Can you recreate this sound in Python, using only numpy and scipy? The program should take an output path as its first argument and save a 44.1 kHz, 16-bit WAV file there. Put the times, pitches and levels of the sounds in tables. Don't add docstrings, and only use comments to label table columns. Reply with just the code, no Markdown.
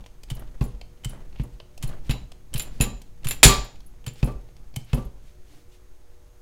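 import sys
import numpy as np
from scipy import signal
from scipy.fft import rfft, irfft
from scipy.io import wavfile
from scipy.ndimage import uniform_filter1d

SR = 44100
rng = np.random.default_rng(int(sys.argv[2]) if len(sys.argv) > 2 else 0)


def linear_from_db(decibels):
    return 10 ** (np.asarray(decibels, float) / 20)


def dump_mix(stems):
    frames = np.atleast_2d(stems).T
    limited = np.clip(frames, -1, 1)
    pcm = np.round(limited * 32767).astype(np.int16)
    wavfile.write(sys.argv[1], SR, pcm)


N = 282681

# f/Hz, level/dB
CRACK_COLOUR = [(120, -31.5), (200, -4), (258, -22), (401, -10), (508, -9), (832, -10), (1360, -12.5),
                (2000, -9.5), (4200, -7.5), (5770, -13), (7400, -5.5), (9500, -13), (11000, -14.5),
                (12500, -20), (15800, -21.5)]
# f/Hz, T60/s
CRACK_T60 = [(200, 0.4), (1000, 0.31), (2500, 0.22), (4200, .3), (5700, .23), (8000, 0.17), (12000, 0.25),
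             (16000, 0.23)]
# f/Hz, level/dB, T60/s
SHARD_MODES = [(335, -6, .2), (394, -2, .25), (3820, -7, .2), (4345, -7, .15), (7090, -4, .27),
               (7215, 0, .22), (8200, -6, .12), (8850, -13, .2), (9980, -12, .15), (10920, -3, .18),
               (12300, -14, .15), (15310, -16, .16)]
# t/s, main level/dB, upper level/dB, lower level/dB, damping factor/1
SHACKLE_KNOCKS = [(2.1, -41, -40, -36.5, 2.4), (2.109, -35.5, -34, -28.5, 1.5),
                  (2.558, -50, -41, -31.5, 0.7), (2.579, -40, -31, -50, 1.8), (2.596, -24, -27, -27.5, 1.8),
                  (2.619, -58, -34.5, -41, 1.4), (2.81, -18.5, -21, -23.5, 1.33),
                  (2.8197, -33, -28, -29.5, 1.5), (2.826, -30.5, -32, -32.5, 2.4),
                  (2.837, -32, -35, -32.5, 1.5), (3.27, -30.5, -32.5, -30, 1.7),
                  (3.286, -34, -22.5, -33.5, 1.3), (3.309, -21.5, -21.5, -24.5, 2.1),
                  (4.08, -32.5, -47, -38, 1.9)]
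# f/Hz, level/dB, T60/s
STEEL_LOW = [(2640, -0.5, 0.086), (2770, -8.5, .06), (3094, -7.5, 0.035), (3640, -9, 0.074),
             (3950, -4, 0.14), (4340, -8.5, 0.088)]
# f/Hz, level/dB, T60/s
STEEL_FREE = [(7016, -16.5, 0.14), (7096, -3.5, 0.12), (7300, -9, 0.12), (7000, -16.5, 0.4)]
# f/Hz, level/dB, T60/s
STEEL_LOADED = [(7150, -5, 0.12), (7260, -14, 0.3), (7260, -16, .15), (7056, -23, 0.12)]
# f/Hz, level/dB, T60/s
STEEL_HIGH = [(9990, 3, 0.088), (10800, -11.5, .09), (11380, -10, 0.046), (11620, -5, 0.1),
              (12300, -10.5, .12), (13220, -14.5, .09), (14600, -7, .11), (16400, -10, .12)]
# f/Hz, level/dB
GRIND = [(800, -12), (1800, -6), (2700, -2), (4300, -7.5), (5500, -12), (8000, -23)]
# f/Hz, level/dB
JINGLE = [(4000, -28), (8000, 0.5), (12000, 6), (16000, -4)]
# t/s, level/dB
JAW_RINGS = [
    (2.118, -39),
    (2.835, -35),
]
# f/Hz, level/dB, T60/s
JAW_MODES = [(3940, -1, .2), (2040, -9, .12)]
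# t/s, level/dB, damping factor/1
LOCK_HITS = [
    (2.845, -38, 1.3),
    (3.484, -14, 1.15),
    (4.277, -36, 1.5),
    (4.98, -37, 1.7),
]
# f/Hz, level/dB, T60/s
LOCK_MODES = [(1168, 0, .3), (1290, -10, 0.15), (2045, -9, 0.1)]
# t/s, chatter level/dB, treble over middle/dB, length/s, ping level/dB
TOP_CLACKS = [
    (0.301, -32.5, -8, 0.012, -31),
    (1.036, -45, -20, 0.0056, -47),
    (1.046, -27, -2.5, 0.0067, -30),
    (1.826, -28.5, -3.5, 0.012, -44),
    (1.89, -42, -6, 0.01, -66),
    (2.539, -23, 0.5, 0.0059, -31),
    (3.245, -30, -7.5, 0.011, -42.5),
    (4.064, -29.5, -5.5, 0.0079, -34.5),
    (4.761, -26.5, -0.5, 0.0064, -31),
]
# t/s, chatter level/dB, treble over middle/dB, length/s, ping level/dB
BOTTOM_CLACKS = [
    (0.61, -32, -23.5, 0.0056, -35),
    (1.397, -36, -60, 0.0043, -49),
    (2.094, -30.5, -18.5, 0.013, -35),
    (2.801, -32, -12.5, 0.023, -29),
    (4.227, -31.5, -24, 0.0078, -33.5),
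    (4.2748, -41.5, -29, 0.005, -53),
    (4.931, -26.5, -18.5, 0.0058, -33),
]
# f/Hz, level/dB
CLACK_COLOUR = [(300, -26.5), (700, -7.5), (900, -6.5), (1400, -8.5), (2300, -6.5), (3100, -5.5),
                (5500, -9), (8000, -5), (11000, -8), (15800, -13)]
# f/Hz, level/dB, T60/s
LEVER_MODES = [(3075, -19, .06), (4450, -18, .025), (2120, -15, .02)]
# t/s, level/dB, f/Hz, T60/s
SNAPS = [(.3025, -29, 9500, 0.013), (1.0472, -19, 8000, .007), (2.539, -33, 9300, .02),
         (4.0655, -39, 7630, 0.01), (4.7616, -25, 8000, 0.007), (1.097, -47, 10400, .1),
         (2.608, -31, 2900, .025), (2.8095, -25, 2606, 0.04), (3.862, -52, 10100, .1),
         (3.864, -58, 12400, .07), (4.243, -46, 10150, .04), (4.259, -44, 10150, .06),
         (4.809, -57, 5200, .05), (4.809, -63, 12400, .05), (4.846, -56, 11600, .03),
         (4.945, -45, 10100, 0.05), (4.983, -59, 10400, .1), (4.95, -49, 11600, .035),
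         (4.932, -35, 5100, 0.013), (4.229, -36, 5100, 0.013), (2.1095, -31, 12400, .012),
         (2.102, -40, 15000, .015), (1.843, -45, 10100, .05), (1.836, -37, 2050, .01),
         (0.349, -45, 12800, .03), (0.395, -47, 12800, .04), (0.622, -48, 11800, .03),
         (0.676, -54, 10400, .08), (2.571, -45, 11500, .03), (2.577, -35, 15000, .02),
         (4.135, -50, 15200, .02), (1.878, -44, 4200, .02), (5.051, -53, 11600, .04),
         (4.762, -41.5, 780, 0.061), (2.618, -39, 11600, .04), (2.836, -33, 2606, .03),
         (2.112, -32, 3400, .015), (2.565, -39, 4300, .04)]
# t/s, peak level/dB, treble over middle/dB
TICKS = [(0.062, -32, -2), (0.2335, -31.5, 7), (0.2875, -39, -18), (0.4734, -39.5, -19), (0.748, -43, -27),
         (0.813, -28.5, -9), (0.974, -47, -33), (1.327, -41, -31), (1.359, -33, -42), (1.6007, -29, -27),
         (1.7769, -29.5, 8), (1.926, -38, -38), (2.048, -43, -15), (2.3185, -33, 0), (2.5324, -32, -12),
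         (3.017, -30, 6), (3.232, -37, -21.5), (3.804, -38, -4), (4.0428, -39.5, -12), (4.566, -39, -1.5),
         (4.7404, -38, -12.5), (4.8857, -49.5, -16), (0.007, -42, -2), (0.04, -37, -32), (2.083, -45, -25),
         (4.157, -39, -16.5), (0.3118, -34, -10), (0.368, -35.5, -1), (1.056, -33, -15), (1.108, -40, 3),
         (3.757, -38.5, -7.5), (4.2755, -37, -32), (2.76, -51, -25), (1.8185, -39, -20), (1.861, -39, -20),
         (1.878, -44, -2), (0.297, -43, 5), (4.488, -45.5, -30), (4.977, -38, -32), (2.1119, -25, -25),
         (2.579, -26, 4), (2.569, -28, -21), (3.282, -33, -21), (4.7575, -42, -0.5), (0.395, -40, -25)]
# f/Hz, level/dB
TICK_COLOUR = [(180, -38), (300, -7.5), (734, -3.5), (1520, -23), (2590, -8.5), (3490, -9.5), (3860, -14.5),
               (4260, -10), (15800, -35)]
# t/s, board level/dB, legs level/dB, knock level/dB, effort/dB
LIFTS = [
    (0.3149, -19, -22, -51, -1.5),
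    (1.0584, -18, -20, -56, -2),
    (1.8375, -17.5, -19.5, -48, 2),
    (2.5495, -18, -23, -41, 1.5),
    (3.257, -17, -22, -43.5, -0.5),
    (4.072, -20, -44, -45.5, -25.5),
    (4.7686, -19, -40, -48, -42),
]
# t/s, board level/dB, knock level/dB, rebound delay/s, rebound knock level/dB
DROPS = [
    (0.6125, -14, -32, 0.039, -40),
    (1.3987, -18.5, -46.5, 0.04, -41),
    (2.0955, -15, -35, 0.044, -34.5),
    (2.8047, -12.5, -25.5, 0.061, -32),
    (3.4546, -3.5, -23, .065, -31),
    (4.23, -11, -29, 0.0445, -29.5),
    (4.933, -12, -27, 0.044, -31),
]
# t/s, board level/dB, legs level/dB, knock level/dB
JOLTS = [
    (0.003, -41.5, -37, -51),
    (3.435, -17, -18.5, -28),
    (3.474, -10.5, -35.5, -24),
    (3.5, -16.5, -20, -35),
    (4.739, -43, -58, -66),
]
# f/Hz, level/dB, T60/s
BOARD_HARD = [(118, -11, .27), (134, -6.7, .16), (160, -8, .06), (223, -19, .25), (262, -27, .15),
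              (345, -24, .07)]
# f/Hz, level/dB, T60/s
BOARD_SOFT = [(119, -2, .1), (137, -16, .2), (165, -15, .06), (200, -19, .05), (285, -19, .026)]
# f/Hz, level/dB, T60/s
LEGS_HARD = [(42.8, -5, 0.19), (27.42, -21.5, .29)]
# f/Hz, level/dB, T60/s
LEGS_SOFT = [(33, -5, 0.17), (46, -21, .2)]
# f/Hz, level/dB
KNOCK = [(60, -28), (150, -2), (220, 5), (300, -9), (420, -3.5), (650, -12.5), (900, -12), (1500, -26),
         (4000, -45)]
# t/s, ring level/dB, jingle level/dB
KEY_HOPS = [(0.351, -50, -51), (.394, -53, -60), (.622, -52.5, -55), (.638, -45, -52), (.65, -49, -56),
            (1.094, -46, -54.5), (1.435, -52, -59), (1.874, -42, -49.5), (3.645, -61.5, -50),
            (3.862, -70.5, -63.5), (4.135, -56, -59.5), (4.243, -42, -43), (4.845, -63, -65.5),
            (4.943, -45, -42.5), (5.05, -64, -60), (4.259, -55, -51), (2.579, -49.5, -35),
            (2.622, -54.5, -42.5), (3.287, -52, -40), (3.332, -56.5, -42), (2.822, -49.5, -38.5)]
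# f/Hz, level/dB, T60/s
KEY_MODES = [(7106, -2, 0.037), (9800, 1.5, 0.04), (10600, -2.5, .05), (12710, 0.5, 0.028),
             (15630, -4.5, .03)]
# t/s, level/dB, half length/s
GUSHES = [
    (0.406, -51, 0.054),
    (1.137, -48.5, 0.03),
    (1.19, -55.5, 0.039),
    (1.924, -46, 0.047),
    (2.648, -48.5, 0.057),
    (3.329, -48.5, 0.0264),
    (5.551, -61.5, 0.052),
]
# f/Hz, level/dB
GUSH = [(200, 5.5), (400, -0.5), (660, 1), (1500, -6.5), (2500, -16), (6000, -30)]
# t/s, level/dB, half length/s
SQUEEZES = [
    (4.905, -54.5, 0.03),
    (4.8, -63, .03),
    (2.565, -47, 0.016),
    (1.4, -56.5, 0.027),
    (4.195, -59, .035),
]
# t/s, level/dB, half length/s
BRUSHES = [
    (1.54, -66, 0.025),
    (2.07, -57.5, 0.028),
    (2.77, -61, 0.055),
    (4.195, -57, 0.0404),
    (1.09, -59, .03),
    (3.33, -46, 0.018),
    (5.28, -64.5, 0.053),
    (5.54, -62.5, 0.086),
    (5.74, -62, 0.034),
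]
# f/Hz, level/dB
RUSTLE = [(800, -21.5), (2000, -1.5), (3500, -2), (7000, -7), (12000, -14), (16000, -18)]
# t/s, level/dB, half length/s
CREAKS = [
    (5.57, -60, 0.095),
]
# f/Hz, level/dB
CREAK = [(220, -31), (290, -1.5), (320, -5.5), (400, -12), (900, -39)]
# rest level/dB, press level/dB, level after a drop/dB, decay/s
HANDLING_LAYERS = [(-43.5, -35, -44.5, .1), (-50, -41.5, -45.5, 0.24), (-72, -55.5, -58.5, 0.057),
                   (-75.5, -71.5, -51.5, 0.051)]
# f/Hz, level/dB
SHAKE = [(12, -24), (20, 2), (55, -2.5), (81, -21.5), (113, -10), (176, -19.5), (300, -27.5), (390, -60.5),
         (660, -120)]
# f/Hz, level/dB
SCUFF = [(150, -26.5), (250, 5.5), (650, -4.5), (1200, -13), (2000, -13.5), (4000, -38.5)]
# f/Hz, T60/s
GARAGE_T60 = [(100, 0.17), (500, 0.49), (2000, 0.39), (6000, 0.39), (12000, 0.16)]
# f/Hz, rms level/dB
HUM = [(360.7, -70), (479.1, -70), (597.5, -76.5), (721.4, -81), (839.8, -81)]
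# f/Hz, level/dB
AIR = [(15, -13), (30, -0.5), (60, -8.5), (115, -19.5), (160, -40.5), (210, -37.5), (300, -28),
       (700, -34.5), (1200, -36), (3000, -43.5), (6000, -44.5), (6500, -38.5), (7000, -45.5), (15800, -49)]

LIFT_RISE_S, DROP_RISE_S, REBOUND_RISE_S = 0.003, 0.001, 0.002


def evened(x):
    return x / np.sqrt(np.mean(x ** 2) + 1e-20)


def read(points, hz):
    f, value = np.transpose(points)
    return np.interp(np.log(hz + 1), np.log(f + 1), value)


def add(mix, s, sound):
    part = mix[round(s * SR):][:len(sound)]
    part += sound[:len(part)]


def coloured(x, points, tilt_db=0.0):
    hz = np.fft.rfftfreq(len(x), 1 / SR)
    tilt = tilt_db / (1 + (6000 / (hz + 1)) ** 4)
    return irfft(rfft(x) * linear_from_db(read(points, hz) + tilt), len(x))


def ring(modes, damping=0.77, rise_s=1e-4, spread=0.0, blur_hz=0.0, lasts_s=0.5):
    t = np.arange(round(SR * lasts_s)) / SR
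    hz, db, t60_s = np.transpose(modes)[:, :, None]
    luck = rng.standard_normal((4, len(modes), 1))
    hz = hz * (1 + 0.006 * spread * luck[0])
    sines = 0
    for share, offset in [(0.95, 0.0082), (0.99, luck[2]), (0.7, luck[3])]:
        sines = sines + share * np.sin(2 * np.pi * (hz + blur_hz * offset) * t)
    fall_db = 3 * spread * luck[1] - 60 * t * damping / t60_s
    attack = 1 - np.exp(-t / rise_s)
    return -(linear_from_db(db + fall_db) * sines / 2).sum(0) * attack


def puff(colour, tilt_db, length_s, grainy_db, order=1):
    t = np.arange(8192) / SR
    noise, size = rng.standard_normal((2, len(t)))
    grains = linear_from_db(min(grainy_db, 4) * evened(uniform_filter1d(size, size=40)))
    attack = 1 - np.exp(-t * 4000)
    decay = np.exp(-(t / max(length_s, 1e-3)) ** order)
    return evened(coloured(noise, colour, tilt_db)) * grains * decay * attack


def swells(rows, colour, lumpy_db):
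    t = np.arange(N) / SR
    swell = sum(linear_from_db(db) * np.exp(-((t - s) / half_s) ** 2) for s, db, half_s in rows)
    flow, lumps = rng.standard_normal((2, N))
    lumps = linear_from_db(lumpy_db * evened(uniform_filter1d(lumps, size=250)))
    return swell * evened(coloured(flow, colour) * lumps)


def crack():
    crack_s, noise_db, ring_db, shards_db = 3.4308, 4.5, -7, -14
    hz, t, z = signal.stft(rng.standard_normal(SR), SR, nperseg=256)
    z = z * linear_from_db(read(CRACK_COLOUR, hz)[:, None] - 60 * t / read(CRACK_T60, hz)[:, None])
    flutter = uniform_filter1d(rng.standard_normal(z.shape), size=14, axis=0)
    flutter = uniform_filter1d(flutter, size=3, axis=1)
    z = z * linear_from_db(2.4 * evened(flutter))
    burst = signal.istft(z, SR, nperseg=256)[1][:SR]
    punch = 1 + 1.6 * np.exp(-np.arange(SR) / (SR * 0.008))
    burst = burst / np.std(burst[:800]) * punch
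    out = np.zeros(N)
    add(out, crack_s, linear_from_db(noise_db - 11.0) * burst)
    for delay_s, db in [(0.001, 1.5), (0.007, -6.5), (0.03, -8.5)]:
        level_db = ring_db + db
        add(out, crack_s + delay_s, shackle(level_db, level_db - 6.5, level_db - 10.5, 1.0))
    shards = ring(SHARD_MODES, 0.91, rise_s=0.0012, blur_hz=40.06)
    add(out, crack_s + 0.0022, linear_from_db(shards_db) * shards)
    return out


def shackle(main_db, upper_db, lower_db, damping, main_modes=STEEL_FREE):
    main = ring(main_modes, damping, spread=0.19, blur_hz=7.8)
    upper = ring(STEEL_HIGH, damping, spread=0.32, blur_hz=45.1)
    lower = ring(STEEL_LOW, damping, spread=0.16, blur_hz=80.0)
    add(upper, 0, linear_from_db(-10.0) * puff(JINGLE, 0.0, 0.022, grainy_db=2.5))
    add(lower, 0, linear_from_db(0.5) * puff(GRIND, 0.0, 0.013, grainy_db=3.0))
    return linear_from_db(main_db - 1) * main + linear_from_db(upper_db - 4.0) * upper + linear_from_db(lower_db - 4.0) * lower


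def steel():
    out = np.zeros(N)
    for s, *knock in SHACKLE_KNOCKS:
        is_free = any(0 < s - drop[0] < 0.06 for drop in DROPS)
        add(out, s, shackle(*knock, STEEL_FREE if is_free else STEEL_LOADED))
    for s, db in JAW_RINGS:
        add(out, s, linear_from_db(db) * ring(JAW_MODES, rise_s=0.011, blur_hz=25.13))
    return out


def lock_body():
    out = np.zeros(N)
    for s, db, damping in LOCK_HITS:
        add(out, s, linear_from_db(db) * ring(LOCK_MODES, damping, rise_s=0.02, blur_hz=0.3))
    return out


def clacks():
    top_ping_hz, bottom_ping_hz, ping_t60_s = 3066, 2594, 0.022
    out = np.zeros(N)
    rows = [(*r, top_ping_hz) for r in TOP_CLACKS] + [(*r, bottom_ping_hz) for r in BOTTOM_CLACKS]
    for s, db, treble_db, length_s, ping_db, hz in rows:
        contact = puff(CLACK_COLOUR, treble_db + 6.5, 0.0018, grainy_db=-1.5)
        chatter = puff(CLACK_COLOUR, treble_db + 0.72, 1.4 * length_s, grainy_db=2.5, order=2)
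        ping = ring([(hz, 0, ping_t60_s)], rise_s=0.002, blur_hz=70.0, lasts_s=0.05)
        add(out, s, linear_from_db(db - 11.0) * contact)
        add(out, s, linear_from_db(db - 7.0) * chatter)
        add(out, s + 0.002, linear_from_db(ping_db + 6) * ping)
    for s, *_, ping_db in TOP_CLACKS:
        lever = ring(LEVER_MODES, rise_s=0.0005, spread=0.3, blur_hz=55.0, lasts_s=0.15)
        add(out, s + 0.001, linear_from_db(ping_db + 6.5) * lever)
    for s, db, hz, t60_s in SNAPS:
        add(out, s, linear_from_db(db) * ring([(hz, 0, t60_s)], rise_s=0.0007, blur_hz=2 / t60_s, lasts_s=0.12))
    return out


def ticks():
    out = np.zeros(N)
    for s, db, treble_db in TICKS:
        add(out, s, linear_from_db(db - 11.0) * puff(TICK_COLOUR, treble_db + 7.0, length_s=0.0042, grainy_db=3.0))
    return out


def blows():
    rows = [(*r[:4], LIFT_RISE_S) for r in LIFTS] + [(*r, DROP_RISE_S) for r in JOLTS]
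    rock_s = 0.122
    for s, db, knock_db, rebound_s, rebound_knock_db in DROPS:
        rows.append((s, db, db + 0.7, knock_db, DROP_RISE_S))
        rows.append((s + rebound_s, db - 22, db - 24, rebound_knock_db, REBOUND_RISE_S))
        rows.append((s + rock_s, db - 26.5, db - 12, knock_db - 21.0, REBOUND_RISE_S))
    return rows


def bench():
    out = np.zeros(N)
    for s, board_db, legs_db, knock_db, rise_s in blows():
        if rise_s == LIFT_RISE_S:
            board, legs, lag_s = BOARD_SOFT, LEGS_SOFT, 0.0045
        else:
            board, legs, lag_s = BOARD_HARD, LEGS_HARD, 0.0028
        add(out, s, linear_from_db(board_db) * ring(board, 1.0, rise_s, blur_hz=0.5, lasts_s=0.3))
        add(out, s + lag_s, -linear_from_db(legs_db) * ring(legs, 1.0, rise_s=0.002))
        add(out, s, linear_from_db(knock_db) * puff(KNOCK, 0.0, 0.024, grainy_db=1.5))
    return out


def keys():
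    out = np.zeros(N)
    for s, ring_db, jingle_db in KEY_HOPS:
        add(out, s, linear_from_db(ring_db) * ring(KEY_MODES, rise_s=0.0015, spread=0.8, blur_hz=200.0, lasts_s=0.12))
        add(out, s, linear_from_db(jingle_db) * puff(JINGLE, 0.0, 0.0081, grainy_db=5.5))
    return out


def oil_and_rubbing():
    oil = swells(GUSHES, GUSH, lumpy_db=3.5)
    gloves = swells(BRUSHES, RUSTLE, lumpy_db=1.0)
    creak = swells(CREAKS, CREAK, lumpy_db=-0.5)
    jaws = swells(SQUEEZES, GRIND, lumpy_db=2.0)
    return oil + gloves + creak + jaws


def stirred(rest_db, press_db, drop_db, decay_s, let_go_db):
    press_rise_s, sag_db_per_s, release_s = 0.044, 18.0, 0.04
    t = np.arange(0, N / SR + 0.002, 0.001)
    level = linear_from_db(rest_db + let_go_db * np.interp(t, (5.05, 5.6), (0, 1)))
    for (start, *_, effort_db), (end, _, knock_db, *_) in zip(LIFTS, DROPS):
        held = np.clip((t - start) / press_rise_s + 1, 0, 1)
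        held = held * np.exp(-np.maximum(t - end, 0) / release_s)
        sag_db = sag_db_per_s * np.maximum(t - start, 0)
        level += held * linear_from_db(press_db + effort_db - sag_db)
        after_db = drop_db + 0.6 * (knock_db + 30.5)
        level += (t > end) * linear_from_db(after_db) * np.exp(-abs(t - end) / decay_s)
    return np.interp(np.arange(N) / SR, t, level)


def handling():
    a, b, c, d, e = rng.standard_normal((5, N))
    patches = linear_from_db(2.5 * evened(uniform_filter1d(e, size=500)))
    sway = evened(coloured(a, [(1, -11.5), (3, 9.0), (8, -1.0), (20, -9.5), (40, -78.0)]))
    shake = evened(coloured(b, SHAKE))
    scuff = evened(coloured(c, SCUFF) * patches)
    rustle = evened(coloured(d, RUSTLE) * patches)
    let_go_db = [-1.5, -8, -4, -2.5]
    layers = zip(HANDLING_LAYERS, let_go_db, [sway, shake, scuff, rustle])
    return sum(stirred(*row, change_db) * noise for row, change_db, noise in layers)


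def garage(x):
    taps = np.zeros(SR)
    at = np.arange(200, SR - 20, 20)
    taps[at + rng.integers(0, 20, len(at))] = rng.choice([-1.0, 1.0], len(at))
    hz, t, z = signal.stft(taps, SR, nperseg=256)
    decay = linear_from_db(-60 * t / read(GARAGE_T60, hz)[:, None])
    tail = signal.istft(z * decay, SR, nperseg=256)[1]
    return signal.fftconvolve(x, tail / np.linalg.norm(tail))[:N]


def room_tone():
    t = np.arange(N) / SR
    drift = uniform_filter1d(rng.standard_normal((len(HUM), N)), size=6000, axis=1)
    waver = linear_from_db(3.3 * evened(drift))
    hum = np.zeros(N)
    for (hz, rms_db), w in zip(HUM, waver):
        hum += np.sqrt(2) * linear_from_db(rms_db) * w * np.sin(2 * np.pi * (hz * t + rng.random()))
    air = evened(coloured(rng.standard_normal(N), AIR))
    return linear_from_db(-52.5) * air + hum


def scene():
    metal = ticks() + clacks() + steel() + keys() + crack()
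    lock, wood = lock_body(), bench()
    wet = garage(linear_from_db(-13.0) * metal + linear_from_db(-10.5) * wood)
    return (metal + lock + wood + wet + oil_and_rubbing() + handling() + room_tone())[None]


def top_cut(x):
    return signal.sosfilt(signal.butter(12, 15930, fs=SR, output="sos"), x)


def record(dry):
    clipped = np.clip(dry, -0.88, 0.88)
    edge_hz = 15950
    low_pass = signal.firwin(511, edge_hz, window=("kaiser", 9), fs=SR)
    limited = signal.oaconvolve(clipped, low_pass[None], "same", axes=1)
    return top_cut(limited)


dry = scene()
out = record(dry)
dump_mix(out)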